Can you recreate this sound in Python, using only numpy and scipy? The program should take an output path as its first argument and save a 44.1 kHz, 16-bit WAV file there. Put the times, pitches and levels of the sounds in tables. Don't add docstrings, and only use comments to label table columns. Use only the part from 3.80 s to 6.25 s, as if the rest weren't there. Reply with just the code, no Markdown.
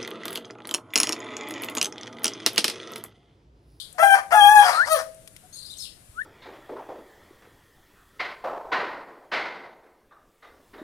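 import sys
import numpy as np
from scipy import signal
from scipy.fft import rfft, irfft, next_fast_len
from scipy.io import wavfile
from scipy.ndimage import uniform_filter1d

SR = 44100
rng = np.random.default_rng(int(sys.argv[2]) if len(sys.argv) > 2 else 0)


def boost(x):
    u = np.asarray(x, float) / 20
    return 10 ** u


def digitize_waveform(pressure):
    field = np.atleast_2d(pressure).T
    bounded = np.clip(field, -1, 1)
    quanta = np.round(bounded * 32767).astype(np.int16)
    wavfile.write(sys.argv[1], SR, quanta)


N = 108045

# freq_hz, level_db
HISS = [(120, -42), (200, -8), (640, -7), (825, -13.5), (1620, -14), (5080, -17.5), (10100, -16),
        (15400, -28)]
RUMBLE = [(12, -40.5), (20, -2.5), (65, -3.5), (124, -2.5), (182, -12), (204, -14.5), (300, -28),
          (390, -41), (660, -120)]
# freq_hz, likeness_0_1
FLOOR_LIKENESS = [(60, 0.52), (240, 0.92), (950, 0.082), (3760, 0.05), (14900, 0.03)]
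# freq_hz, level_db
FLOOR_PORTS = [(60, 1.5), (550, 2), (1640, 5.5), (6000, 4.5), (9500, 23.5), (14000, 11.5)]
PORTS = [(200, -1.5), (800, 8.5), (1600, 10), (3500, 13), (6500, 9.5), (9500, 21), (12000, 17.5),
         (15000, 12.5)]
# freq_hz, t60_s
ROOM_T60 = [(300, 0.94), (800, 0.29), (2000, 0.32), (5000, 0.34), (10000, 0.33)]
# delay_s, left_db, right_db
ECHOES = [(.0021, -27.5, -6.5), (.0047, -19.5, -11.5), (.0083, -9.5, -6), (.013, -14.5, -14),
          (.019, -12, -9)]
# freq_hz, t60_s, level_db
BOWL = (645, .55, 5)
# freq_hz, level_db
AIR = [(9000, -5), (15500, -16)]
# start_s, length_s, from_hz, to_hz, level_db
WARBLE = [(-.06, 0.044, 5346, 2955, -34), (.785, 0.018, 3530, 4360, -41.5),
          (0.842, 0.013, 4700, 5505, -37.5), (0.849, 0.028, 5100, 4560, -34),
          (0.871, .015, 5660, 4702, -43), (.922, 0.017, 4830, 3547, -37), (0.94, .012, 3700, 4744, -38.5),
          (.955, .015, 4700, 3860, -38), (1.048, 0.013, 4270, 4870, -44), (1.724, 0.031, 4200, 4700, -53),
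          (1.726, 0.033, 6230, 6990, -47.5), (1.756, .03, 4050, 4213, -48), (1.754, 0.023, 8800, 9400, -55),
          (1.785, .012, 4950, 3844, -45), (1.806, .012, 3600, 4600, -50.5), (1.827, .014, 4840, 3880, -45),
          (1.846, 0.018, 3540, 5100, -49), (1.859, .016, 5125, 4680, -46), (1.874, .007, 4340, 3330, -55.5),
          (1.898, .027, 3430, 4245, -44.5), (1.927, 0.014, 4420, 4600, -57),
          (1.936, 0.0088, 4075, 2735, -51), (1.97, 0.014, 5300, 6200, -51.5),
          (1.965, 0.019, 8230, 8300, -52), (1.982, .008, 6350, 6940, -42),
          (1.987, 0.012, 3730, 5280, -44.5), (1.995, 0.027, 5410, 5104, -39),
          (2.02, 0.0069, 5160, 3510, -40.5), (2.023, 0.012, 3335, 5160, -41),
          (2.033, 0.01302, 5040, 3240, -41.5), (2.05, .009, 3500, 2500, -46.5)]
# start_s, level_db, lowest_hz
TICKS = [
    (.127, -49, 7660),
    (1.345, -56, 6390),
    (1.4753, -47, 1170),
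    (1.564, -48, 1820),
]
# start_s, level_db, freq_hz
BUMPS = [
    (2.292, -29.5, 65.3),
]
# start_s, length_s, pitch_hz, level_db
COOS = [
    (0.144, 0.051, 723, -54),
    (1.632, 0.036, 732, -57.5),
]
# time_s, pitch_hz, level_db
SWOOP = [(0.511, 1424, -44.5), (.53, 1316, -26.5), (0.601, 1193, -30), (.75, 1160, -36),
         (0.919, 1176, -33.5), (0.973, 1280, -24), (1.008, 1453, -15.5), (1.04, 1825, -25.5),
         (1.056, 2085, -38)]
RISE = [(2.342, 1192, -72), (2.365, 1278, -51.5), (2.387, 1432, -31), (2.398, 1537, -29),
        (2.408, 1676, -36), (2.419, 1790, -27), (2.434, 2027, -67)]
WHISTLE_OCTAVE_DB = (-40, -35)
# time_s, pitch_hz, level_db, roughness_0_1
SQUAWK_1 = [(.222, 790, -33, 0), (.231, 791.2, -10.5, 0.11), (.262, 799.2, -14, 0),
            (.295, 790.4, -17, 0.03), (.32, 784, -13.5, .005), (.345, 778, -10, 0.09),
            (.358, 769, -25, 0.6), (.375, 776, -31, 0.7), (.397, 747, -34.5, 0.81)]
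SQUAWK_2 = [(.53, 807, -28, .1), (0.553, 862, -12.5, 0.016), (0.595, 834.5, -15, .004),
            (0.613, 807, -13, .003), (0.674, 819, -11.5, 0.0037), (0.706, 842, -14.5, .005),
            (.745, 856.9, -12.5, .008), (.795, 821.7, -10, .02), (.85, 817, -19, .3)]
SQUAWK_3 = [(1.058, 500, -42, .8), (1.084, 615, -31, .5), (1.096, 630, -29, .08), (1.124, 642, -15.5, .005),
            (1.137, 636, -19, .01), (1.156, 578, -25, .04), (1.174, 515, -26, .18), (1.19, 520, -35, .6),
            (1.221, 560, -48, .8)]
LEAD_1 = [(.178, 598, -59, 0.34), (0.184, 647, -31, 0.72), (.199, 651.6, -16, .06), (0.226, 686, -14, .04),
          (0.239, 692, -15.5, .05), (0.25, 690, -38, 0.1026)]
LEAD_2 = [(.507, 716, -46.5, 0.94), (.518, 678.5, -27.5, 0.86), (.527, 680, -11.5, .15),
          (.548, 702, -14.5, 0.071), (.562, 680, -38, 0.26)]
TRAIL_2 = [(.805, 759.2, -43, 0.86), (.82, 746.7, -36.5, 0.65), (0.851, 741.3, -21.5, 0.43),
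           (.885, 696.6, -20.5, 0.4), (0.929, 660.2, -29, 0.59), (.97, 646.4, -36.5, 0.8),
           (1.05, 660, -50.5, 1)]
# freq_hz, level_db
THROAT = [(750, 0), (1300, -6), (1700, -9), (2400, -24), (3300, -29), (4100, -47), (5900, -35),
          (15500, -44)]
RASP = [(380, -56.5), (520, -12), (720, -4.5), (1780, -7.5), (3700, -37.5), (5000, -25.5), (9000, -39.5),
        (15500, -52.5)]
# freq_hz, width_hz, level_db
HOLLOWS = [(7610, 800, -8.5), (9500, 240, 0.5), (12300, 1800, -4.5)]
# treble_db, mouth_db, beak_hz, beak_width_hz, beak_db
COLOURS = [
    (0, 0, 3150, 90, 5),
    (1, 0, 3245, 55, 15),
    (12, 6, 4150, 480, 16),
    (0, -1, 3200, 90, 0),
    (0, -4, 3200, 90, 0),
    (4, 0, 3200, 90, 4),
]

HISS_DB, RUMBLE_DB = -58, -59.5
EDGE_HZ = 15600
RIGHT_LAG_S = 0.00017
PARROT_WET_DB, WHISTLE_WET_DB = -8, -17
WARBLE_OCTAVE_DB, WARBLE_DRY_DB, WARBLE_AIR_DB, WARBLE_FUZZ = -15, -0.5, -9.5, 0.014
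TICK_DECAY_S = 0.0062
PITCH_WAVER, ROUGH_JITTER, JITTER_HZ = 0.0066, 0.22, 369
LEVEL_WAVER_DB, PATCHY_DB = 0.58, 2
PHASE_SMEAR_RAD = 0.075
RASP_DB, BREATH_DB = 8, -41
MOUTH_HZ, MOUTH_WIDTH_HZ = 1280, 90


def evened(x):
    return x / np.sqrt(np.mean(x ** 2) + 1e-20)


def read(points, hz):
    f, value = np.transpose(points)
    return np.interp(np.log(hz + 1), np.log(f + 1), value)


def bell(f, hz, width_hz, db):
    return db * np.exp(-((f - hz) / width_hz) ** 2)


def add(mix, start_s, sound):
    at = round(start_s * SR)
    part = mix[max(at, 0):][:len(sound) + min(at, 0)]
    part += sound[max(-at, 0):][:len(part)]


def colour(x, points):
    size = next_fast_len(x.shape[-1] + 2048)
    gain = boost(read(points, np.fft.rfftfreq(size, 1 / SR)))
    return irfft(rfft(x, size) * gain, size)[..., :x.shape[-1]]


def wobble(count, hz):
    lowpass = signal.butter(2, hz, fs=SR, output="sos")
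    return evened(signal.sosfilt(lowpass, rng.standard_normal(count + 4000))[4000:])


def curves(rows):
    times, *columns = np.transpose(rows)
    t = times[0] + np.arange(round((times[-1] - times[0]) * SR) + 400) / SR
    gate = uniform_filter1d((t < times[-1]) * 1., size=300)
    return [np.interp(t, times, c) for c in columns] + [gate]


def floor():
    frames, hz = N // 256 + 5, np.fft.rfftfreq(1024, 1 / SR)
    a, b, c, d, patches = rng.standard_normal((frames, 513, 5)).T
    patches = evened(uniform_filter1d(uniform_filter1d(patches, 12, 0), 14, 1))
    same = np.clip(read(FLOOR_LIKENESS, hz), -1, 1)[:, None]
    left = a + 1j * b
    right = same * left + np.sqrt(1 - same ** 2) * (c + 1j * d)
    z = np.array([left, right]) * boost(patches)
    z *= boost(np.array([[.5], [-.5]]) * read(FLOOR_PORTS, hz))[..., None]
    out = 0
    for shape, db in ((HISS, HISS_DB), (RUMBLE, RUMBLE_DB)):
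        shaped = z * boost(read(shape, hz))[:, None]
        layer = signal.istft(shaped, nperseg=1024, noverlap=768)[1][:, :N]
        out = out + boost(db) * layer / np.sqrt(np.mean(layer.mean(0) ** 2))
    return out


def room(x, stretch):
    taps = np.zeros((2, SR))
    at = np.arange(300, SR - 20, 20) + rng.integers(0, 20, (2, (SR - 301) // 20))
    np.put_along_axis(taps, at, rng.choice([-1., 1.], at.shape), 1)
    hz, t, z = signal.stft(taps, SR, nperseg=256)
    decay = boost(-60 * t / (stretch * read(ROOM_T60, hz))[:, None])
    tail = signal.istft(z * decay, SR, nperseg=256)[1]
    return signal.fftconvolve(x[None], tail / np.linalg.norm(tail[0]), axes=1)[:, :len(x)]


def early(x):
    taps = np.zeros((2, 1200))
    taps[:, 0] = 1
    for k, (delay_s, left_db, right_db) in enumerate(ECHOES):
        taps[:, round(delay_s * SR)] = (-1) ** k * boost(np.array([left_db, right_db]))
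    return signal.oaconvolve(x[None], taps, axes=1)[:, :N]


def bowl(x):
    hz, t60_s, db = BOWL
    t = np.arange(SR // 2) / SR
    decay = boost(-60 * t / t60_s)
    ring = decay * np.sin(2 * np.pi * hz * t)
    return boost(db) * signal.oaconvolve(x, 2 * ring / decay.sum())[:N]


def ports(x):
    size = next_fast_len(N + 2048)
    hz = np.fft.rfftfreq(size, 1 / SR)
    left = boost(read(PORTS, hz))
    right = np.exp(-2j * np.pi * hz * RIGHT_LAG_S)
    return irfft(rfft(x, size) * np.array([left, right]) * boost(-5), size)[:, :N]


def note(length_s, from_hz, to_hz, db, octave_db, fuzz, air_db):
    u = np.arange(0, 1, 1 / (length_s * SR))
    hz = (from_hz + (to_hz - from_hz) * u) * (1 + fuzz * wobble(8000, 600)[:len(u)])
    phase = 2 * np.pi * np.cumsum(hz) / SR
    air = colour(rng.standard_normal(8000), [(2600, -23), (3600, 5.5), (12000, 0)])[:len(u)]
    tone = np.sin(phase) + boost(octave_db) * np.sin(2 * phase)
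    return boost(db) * np.sqrt(np.sin(np.pi * u)) * 2 * (tone + boost(air_db) * air)


def warble():
    lead = 4410
    x = np.zeros(N + lead)
    for start_s, *row in WARBLE:
        add(x, start_s + lead / SR, note(*row, WARBLE_OCTAVE_DB, WARBLE_FUZZ, WARBLE_AIR_DB))
    x = colour(x, AIR)
    heard = boost(WARBLE_DRY_DB) * x + room(x, 0.93)
    return heard[:, lead:] * boost(np.array([[1.5], [-1.5]]))


def ticks():
    x, t = np.zeros(N), np.arange(400) / SR
    for start_s, db, low_hz in TICKS:
        burst = rng.standard_normal(400) * np.exp(-t / TICK_DECAY_S)
        wire = [(0.51 * low_hz, -30), (low_hz, 0), (12500, -6), (15000, -24)]
        add(x, start_s, boost(db + 14.0) * colour(burst, wire))
    for start_s, db, hz in BUMPS:
        u = np.arange(0, 1, hz / SR)
        add(x, start_s, boost(db) * np.sin(np.pi * u) * np.sin(2 * np.pi * u))
    return colour(x, AIR)


def whistle(rows, octave_db):
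    hz, db, gate = curves(rows)
    phase = 2 * np.pi * np.cumsum(hz) / SR
    tone = np.sin(phase) + boost(octave_db) * np.sin(2 * phase)
    return rows[0][0], np.sqrt(2) * boost(db) * gate * tone


def piper():
    x = np.zeros(N)
    for rows, octave_db in zip((SWOOP, RISE), WHISTLE_OCTAVE_DB):
        add(x, *whistle(rows, octave_db))
    for start_s, length_s, hz, db in COOS:
        add(x, start_s, note(length_s, hz, hz, db, -18, 0.022, -62.5))
    return x


def squawk(rows, bright_db, mouth_db, *beak):
    hz, db, rough, gate = curves(rows)
    rough, n = np.clip(rough, 0, 1), len(hz)
    harsh = rough * np.sqrt(rough)
    drift = PITCH_WAVER * wobble(n, 40) + ROUGH_JITTER * harsh * wobble(n, JITTER_HZ)
    turns = np.cumsum(hz * (1 + drift)) / SR
    lift = [(2500, 0.0087), (4000, bright_db)]
    slip = PHASE_SMEAR_RAD * wobble(n, 210)
    tone = 0
    for k in range(1, 25):
        f = k * hz
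        level_db = read(THROAT, f) + read(lift, f)
        level_db += bell(f, MOUTH_HZ, MOUTH_WIDTH_HZ, mouth_db) + bell(f, *beak)
        level_db += sum(bell(f, *row) for row in HOLLOWS)
        level_db += (LEVEL_WAVER_DB + PATCHY_DB * np.log(max(k - 2, 1))) * wobble(n, 67)
        phase = 2 * np.pi * (k * turns + rng.random()) + max(k - 4, 0) * slip
        tone = tone + boost(level_db) * (f < EDGE_HZ) * np.cos(phase)
    puffs = (0.28 + np.exp(-(turns % 1) / 0.45)) * rng.standard_normal(n)
    puffs = puffs * boost(2.5 * wobble(n, 80))
    rasp = colour(evened(colour(puffs, RASP)), lift)
    breath = evened(colour(puffs, [(4200, -43.5), (5500, 10), (9000, -10.0), (15500, -14.5)]))
    mix = np.sqrt(1 - rough) * evened(tone) + boost(RASP_DB) * harsh * rasp + boost(BREATH_DB) * breath
    return rows[0][0], boost(db) * gate * mix


def parrot():
    x = np.zeros(N)
    voices = (SQUAWK_1, SQUAWK_2, SQUAWK_3, LEAD_1, LEAD_2, TRAIL_2)
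    for rows, tint in zip(voices, COLOURS):
        add(x, *squawk(rows, *tint))
    return x


def scene():
    squawks, whistles, claws = parrot(), piper(), ticks()
    birds = boost(-1.0) * early(squawks) + bowl(squawks) + claws + whistles
    birds = birds + boost(PARROT_WET_DB) * room(squawks + 0.17 * claws, 0.9)
    birds = birds + boost(WHISTLE_WET_DB) * room(whistles, 0.35)
    return ports(birds + warble()) + floor()


def roll_off(x):
    return signal.sosfilt(signal.butter(12, 15530, fs=SR, output="sos"), x)


def record(dry):
    lowpass = signal.firwin(511, EDGE_HZ, window=("kaiser", 9), fs=SR)
    x = signal.oaconvolve(dry, lowpass[None], "same")
    return roll_off(np.clip(x, -1, 1))


dry = scene()
out = record(dry)
digitize_waveform(out)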